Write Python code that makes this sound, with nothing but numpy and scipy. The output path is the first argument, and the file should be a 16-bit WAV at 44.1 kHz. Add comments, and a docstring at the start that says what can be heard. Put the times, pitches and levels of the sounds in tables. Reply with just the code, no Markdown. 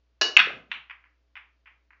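"""A quiet carpeted room with a pool table: a nine-ball break, heard from near the ceiling.
The cue tip cracks and the shaft rings, the cue ball bursts the rack and overloads the input.
Balls rumble over the slate and thud into the cushions, and single balls click, loud at first and
softer later, each with its own echoes. A bed of mains hum and hiss lies under it all."""
import sys
import numpy as np
from scipy import signal
from scipy.fft import rfft, irfft
from scipy.io import wavfile

SR = 44100
rng = np.random.default_rng(int(sys.argv[2]) if len(sys.argv) > 2 else 0)


def wav_out(sig):
    """Save sig, one row per channel (or a flat mono array), as 16-bit PCM at SR to the path in sys.argv[1]."""
    wavfile.write(sys.argv[1], SR, np.round(np.clip(np.atleast_2d(sig).T, -1, 1) * 32767).astype(np.int16))


N = 88200

# The room's decay. Each row: frequency in Hz, time to fall 60 dB in seconds.
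ROOM_DECAY = [(150, 0.37), (660, 0.43), (1740, 0.32), (4590, .3), (7000, 0.29)]
# Mains hum. Each row: frequency in Hz, rms level in dB.
HUM_PARTIALS = [(60, -69.5), (120, -92.5), (300, -91), (420, -94), (540, -93), (660, -92.5)]
# Tone of the hiss, the tip's crack and the rolling balls. Each row: frequency in Hz, relative level in dB.
HISS_TONE = [(50, -13.5), (130, -1.5), (200, -5), (320, -1.5), (600, -8), (1300, -9), (4600, -14),
             (7400, -21.5)]
TIP_TONE = [(150, -34.5), (250, -19), (450, -8.5), (1000, -7.5), (2100, -0.5), (3000, 1.5), (5000, 0),
            (6300, -9), (7500, -18.5)]
RUMBLE_TONE = [(60, -19.5), (110, -1), (200, 1), (350, 1.5), (700, -6), (1200, -28.5)]
# The shaft's ring. Each row: frequency in Hz, relative level in dB, time to fall 60 dB in seconds.
SHAFT_MODES = [(500, -17, .03), (1110, -10.5, .06), (1697, -3, 0.21), (2850, -4, 0.11), (2912.5, 2, 0.23),
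               (3197, -8.5, 0.021), (3890, -5.5, 0.05), (4557, -2, 0.041), (4497, 0, .13),
               (4630, -10.5, .09), (5475, -3.5, .1), (5500, -4.5, 0.16), (5579, -11.5, 0.13)]
# Ball into cushion. Each row: start in seconds, level in dB, pitch in Hz.
CUSHION_HITS = [(0.295, -38, 478), (.40, -42, 212.6), (0.471, -29.5, 454), (.505, -33, 677),
                (0.534, -51.5, 121), (0.566, -44.5, 238), (.595, -58, 211), (.635, -63, 297),
                (.694, -59, 204), (0.791, -68, 161.3)]
# The rumble's fader. Each row: time in seconds, level in dB.
RUMBLE_FADER = [(.36, -116), (.40, -65), (.47, -51), (.58, -57), (.66, -75.5), (.76, -66), (.9, -97)]
# A click's low end; small spheres give little bass. Each row: frequency in Hz, relative level in dB.
CLICK_BASS = [(100, -57.5), (350, -42.5), (650, -24.5), (1000, -9), (1700, -3), (2300, 1.5)]
# A click's top end. Each row: frequency as a multiple of the treble edge, relative level in dB.
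CLICK_TREBLE = [(.55, 4), (.72, -5.5), (.8, -10.5), (.88, -20.5), (.98, -34.5), (1.14, -30), (1.4, -40.5),
                (1.8, -63.5)]
# Ball on ball. Each row: start in seconds, level in dB, treble edge in Hz, reverb send in dB.
BALL_HITS = [(0.443, -30, 4970, 6.5), (0.7, -57.5, 4560, 16), (0.7156, -16, 5030, -8),
             (0.8981, -30.5, 4140, -6), (1.04, -46, 3750, -7), (1.355, -32.5, 4360, -3),
             (1.6581, -46, 4100, 3), (1.9061, -43, 3510, -6.5)]
# Echoes of the cue, the rack's run and its scatter. Each row: delay in milliseconds, gain in dB.
CUE_ECHOES = [(1.2, 6), (3, -3.5), (6, 7), (7.5, -0.5), (9, 0.5), (18, -5.5)]
RUN_ECHOES = [(4.1, 4.5), (7.5, -13), (25.5, -16)]
SCATTER_ECHOES = [(11, -1.5), (17, -1.5), (21, 0.5), (24, 7), (28, 5.5), (32, 6.5), (38, -7.5), (49, -3.5)]
# One echo list per ball hit, set by its spot on the table. Each row: delay in milliseconds, gain in dB.
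BALL_ECHOES = [
    [(2, -2), (4, -3), (11, -4)],
    [(2, 0), (4, 0), (11, -2)],
    [(2, -2), (2.6, -4), (3.1, -2), (4.2, -5), (5.6, -10), (8.5, -10), (9.8, -9), (12.6, -10), (14.1, -9)],
    [(2, 1), (4.1, -5), (10, 0), (11.2, 0), (13.6, -1), (14.7, 0), (15.6, -2), (16.3, -4), (17.9, -4)],
    [(2.9, 1), (4.2, -6), (12.1, -3), (18, -5), (19.2, -4)],
    [(2, -2), (4, 0), (10.2, -5), (11.5, -1), (12.9, -2), (14, -3), (15.4, -2), (17.8, -6), (20.1, 0)],
    [(1.9, 2), (4, 4), (7.6, -4), (12.1, 2), (14.7, 1), (16.7, 1), (19.3, 0), (20.1, 4)],
    [(2, -8), (3.2, -1), (5.5, -7), (9, -9), (27, -2)],
]


def amp(db):
    """Decibels to gain."""
    return 10 ** (np.asarray(db) / 20)


def curve_at(points, hz):
    """Reads a curve along a log frequency axis."""
    freqs, values = np.transpose(points)
    return np.interp(np.log(hz + 1), np.log(freqs + 1), values)


def add(mix, start_s, sound):
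    """Lays a sound into the mix."""
    part = mix[round(start_s * SR):][:len(sound)]
    part += sound[:len(part)]


def noise(length, tone):
    """Noise coloured by a tone curve, rms 1."""
    gain = amp(curve_at(tone, np.fft.rfftfreq(length, 1 / SR)))
    coloured = irfft(rfft(rng.standard_normal(length)) * gain, length)
    return coloured / np.sqrt(np.mean(coloured ** 2))


def low_cut(sound, hz, damping):
    """Second-order high-pass."""
    w = 2 * np.pi * hz
    return signal.lfilter(*signal.bilinear([1, 0, 0], [1, 2 * damping * w, w ** 2], SR), sound)


def in_room(sound, send_db, echoes=(), build_s=.024):
    """Direct sound, single echoes, and a tail of sparse reflections that builds and dies band by band."""
    taps = np.zeros(30000)
    slots = np.arange(100, 29900, 12)
    taps[slots + rng.integers(0, 12, len(slots))] = rng.choice([-1., 1.], len(slots))
    hz, t, bands = signal.stft(taps, SR, nperseg=256)
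    decay = amp(-60 * t / curve_at(ROOM_DECAY, hz)[:, None])
    tail = signal.istft(bands * decay, SR, nperseg=256)[1][:len(taps)]
    tail *= np.clip(np.arange(len(tail)) / SR / build_s, 0, 1)
    response = amp(send_db + 9.5) * tail / np.linalg.norm(tail)
    response[0] = 1
    for ms, db in echoes:
        response[round(ms * SR / 1000)] += amp(db)
    return signal.fftconvolve(sound, response)


def hum_and_hiss():
    """The bed: mains hum with a few overtones over faint hiss."""
    t = np.arange(N) / SR
    hum = sum(np.sqrt(2) * amp(db) * np.sin(2 * np.pi * (hz * t + rng.random()))
              for hz, db in HUM_PARTIALS)
    return hum + amp(-80) * noise(N, HISS_TONE)


def cue_strike(crack_t60_s=.02, low_cut_hz=320):
    """The hard tip cracks and the shaft rings in its modes, too thin to give any bass."""
    t = np.arange(12000) / SR
    ring = sum(amp(db - 60 * t / t60) * np.sin(2 * np.pi * hz * t) for hz, db, t60 in SHAFT_MODES)
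    crack = noise(len(t), TIP_TONE) * amp(-18 - 60 * t / crack_t60_s)
    strike = in_room(crack + amp(-32.5) * ring, send_db=-3, echoes=CUE_ECHOES)
    strike = low_cut(strike, low_cut_hz, damping=.7)
    return low_cut(strike, low_cut_hz, damping=.39)


def cushion_thud(db, hz, decay_cycles=.9):
    """Rubber and rail give a short, low swing."""
    cycles = np.arange(2500) / SR * hz
    envelope = cycles * np.exp(1 - cycles / decay_cycles)
    return in_room(amp(db) * envelope * np.sin(2 * np.pi * cycles), send_db=-15)


def slate_rumble():
    """Low noise while the balls run fast over the slate."""
    level_db = np.interp(np.arange(N) / SR, *np.transpose(RUMBLE_FADER))
    return amp(level_db) * noise(N, RUMBLE_TONE)


def ball_click(edge_hz):
    """Two balls meet in one pulse, peak 1. A harder hit is briefer, so its treble edge lies higher."""
    hz = abs(np.fft.fftfreq(1024, 1 / SR))
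    tone_db = curve_at(CLICK_BASS, hz) + np.interp(hz / edge_hz, *np.transpose(CLICK_TREBLE))
    spectrum = np.exp(np.conj(signal.hilbert(np.log(amp(tone_db)))))  # minimum phase: a crisp attack
    pulse = -np.fft.ifft(spectrum).real[:400]
    return pulse / abs(pulse).max()


def rack_burst(step_ms=.33, slowing=.025, fade_db=-12.5, scatter_ms=7):
    """The blow runs from ball to ball, slowing and fading; scattered contacts follow as the rack parts."""
    run, scatter = np.zeros(900), np.zeros(900)
    run_click = ball_click(edge_hz=5405)
    scatter_click = ball_click(5190) + amp(-11.5) * ball_click(7190)  # a sharper tick rides on top
    for k, (jitter, accent_db, when, polarity) in enumerate(rng.standard_normal((8, 4))):
        start_ms = max(k + .05 * jitter, 0) * step_ms * (1 + slowing * k)
        level_db = 3 + fade_db * (k / 7) ** 2 + accent_db
        add(run, start_ms / 1000, amp(level_db) * run_click)
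        add(scatter, scatter_ms * (when % 1) / 1000, amp(-17.5) * np.sign(polarity) * scatter_click)
    smack = in_room(run, send_db=-26.5, echoes=RUN_ECHOES)
    splash = in_room(scatter, send_db=4.5, echoes=SCATTER_ECHOES)
    return smack + splash


def scene():
    """The whole break over the bed, in mono."""
    mix = slate_rumble()
    add(mix, .21246, cue_strike())
    add(mix, .3669, rack_burst())
    for (start_s, db, edge_hz, send_db), echoes in zip(BALL_HITS, BALL_ECHOES):
        add(mix, start_s, in_room(amp(db) * ball_click(edge_hz), send_db, echoes))
    for start_s, db, hz in CUSHION_HITS:
        add(mix, start_s, cushion_thud(db, hz))
    return (mix + hum_and_hiss())[None]


def record(dry):
    """The input overloads on the break; the top rolls off, then stops at a steep band limit."""
    ceiling, roll_off_hz, band_limit_hz = .77, 6900, 7320
    saturated = dry / (1 + abs(dry / ceiling) ** 6) ** (1 / 6)
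    crunch = low_cut(saturated - dry, hz=200, damping=.7)  # the overload leaves no low thump
    dulled = signal.sosfilt(signal.butter(4, roll_off_hz, fs=SR, output="sos"), dry + crunch)
    band_limit = signal.firwin(201, band_limit_hz, window=("kaiser", 10), fs=SR)
    return signal.oaconvolve(dulled, band_limit[None], "same")


dry = scene()
out = record(dry)
wav_out(out)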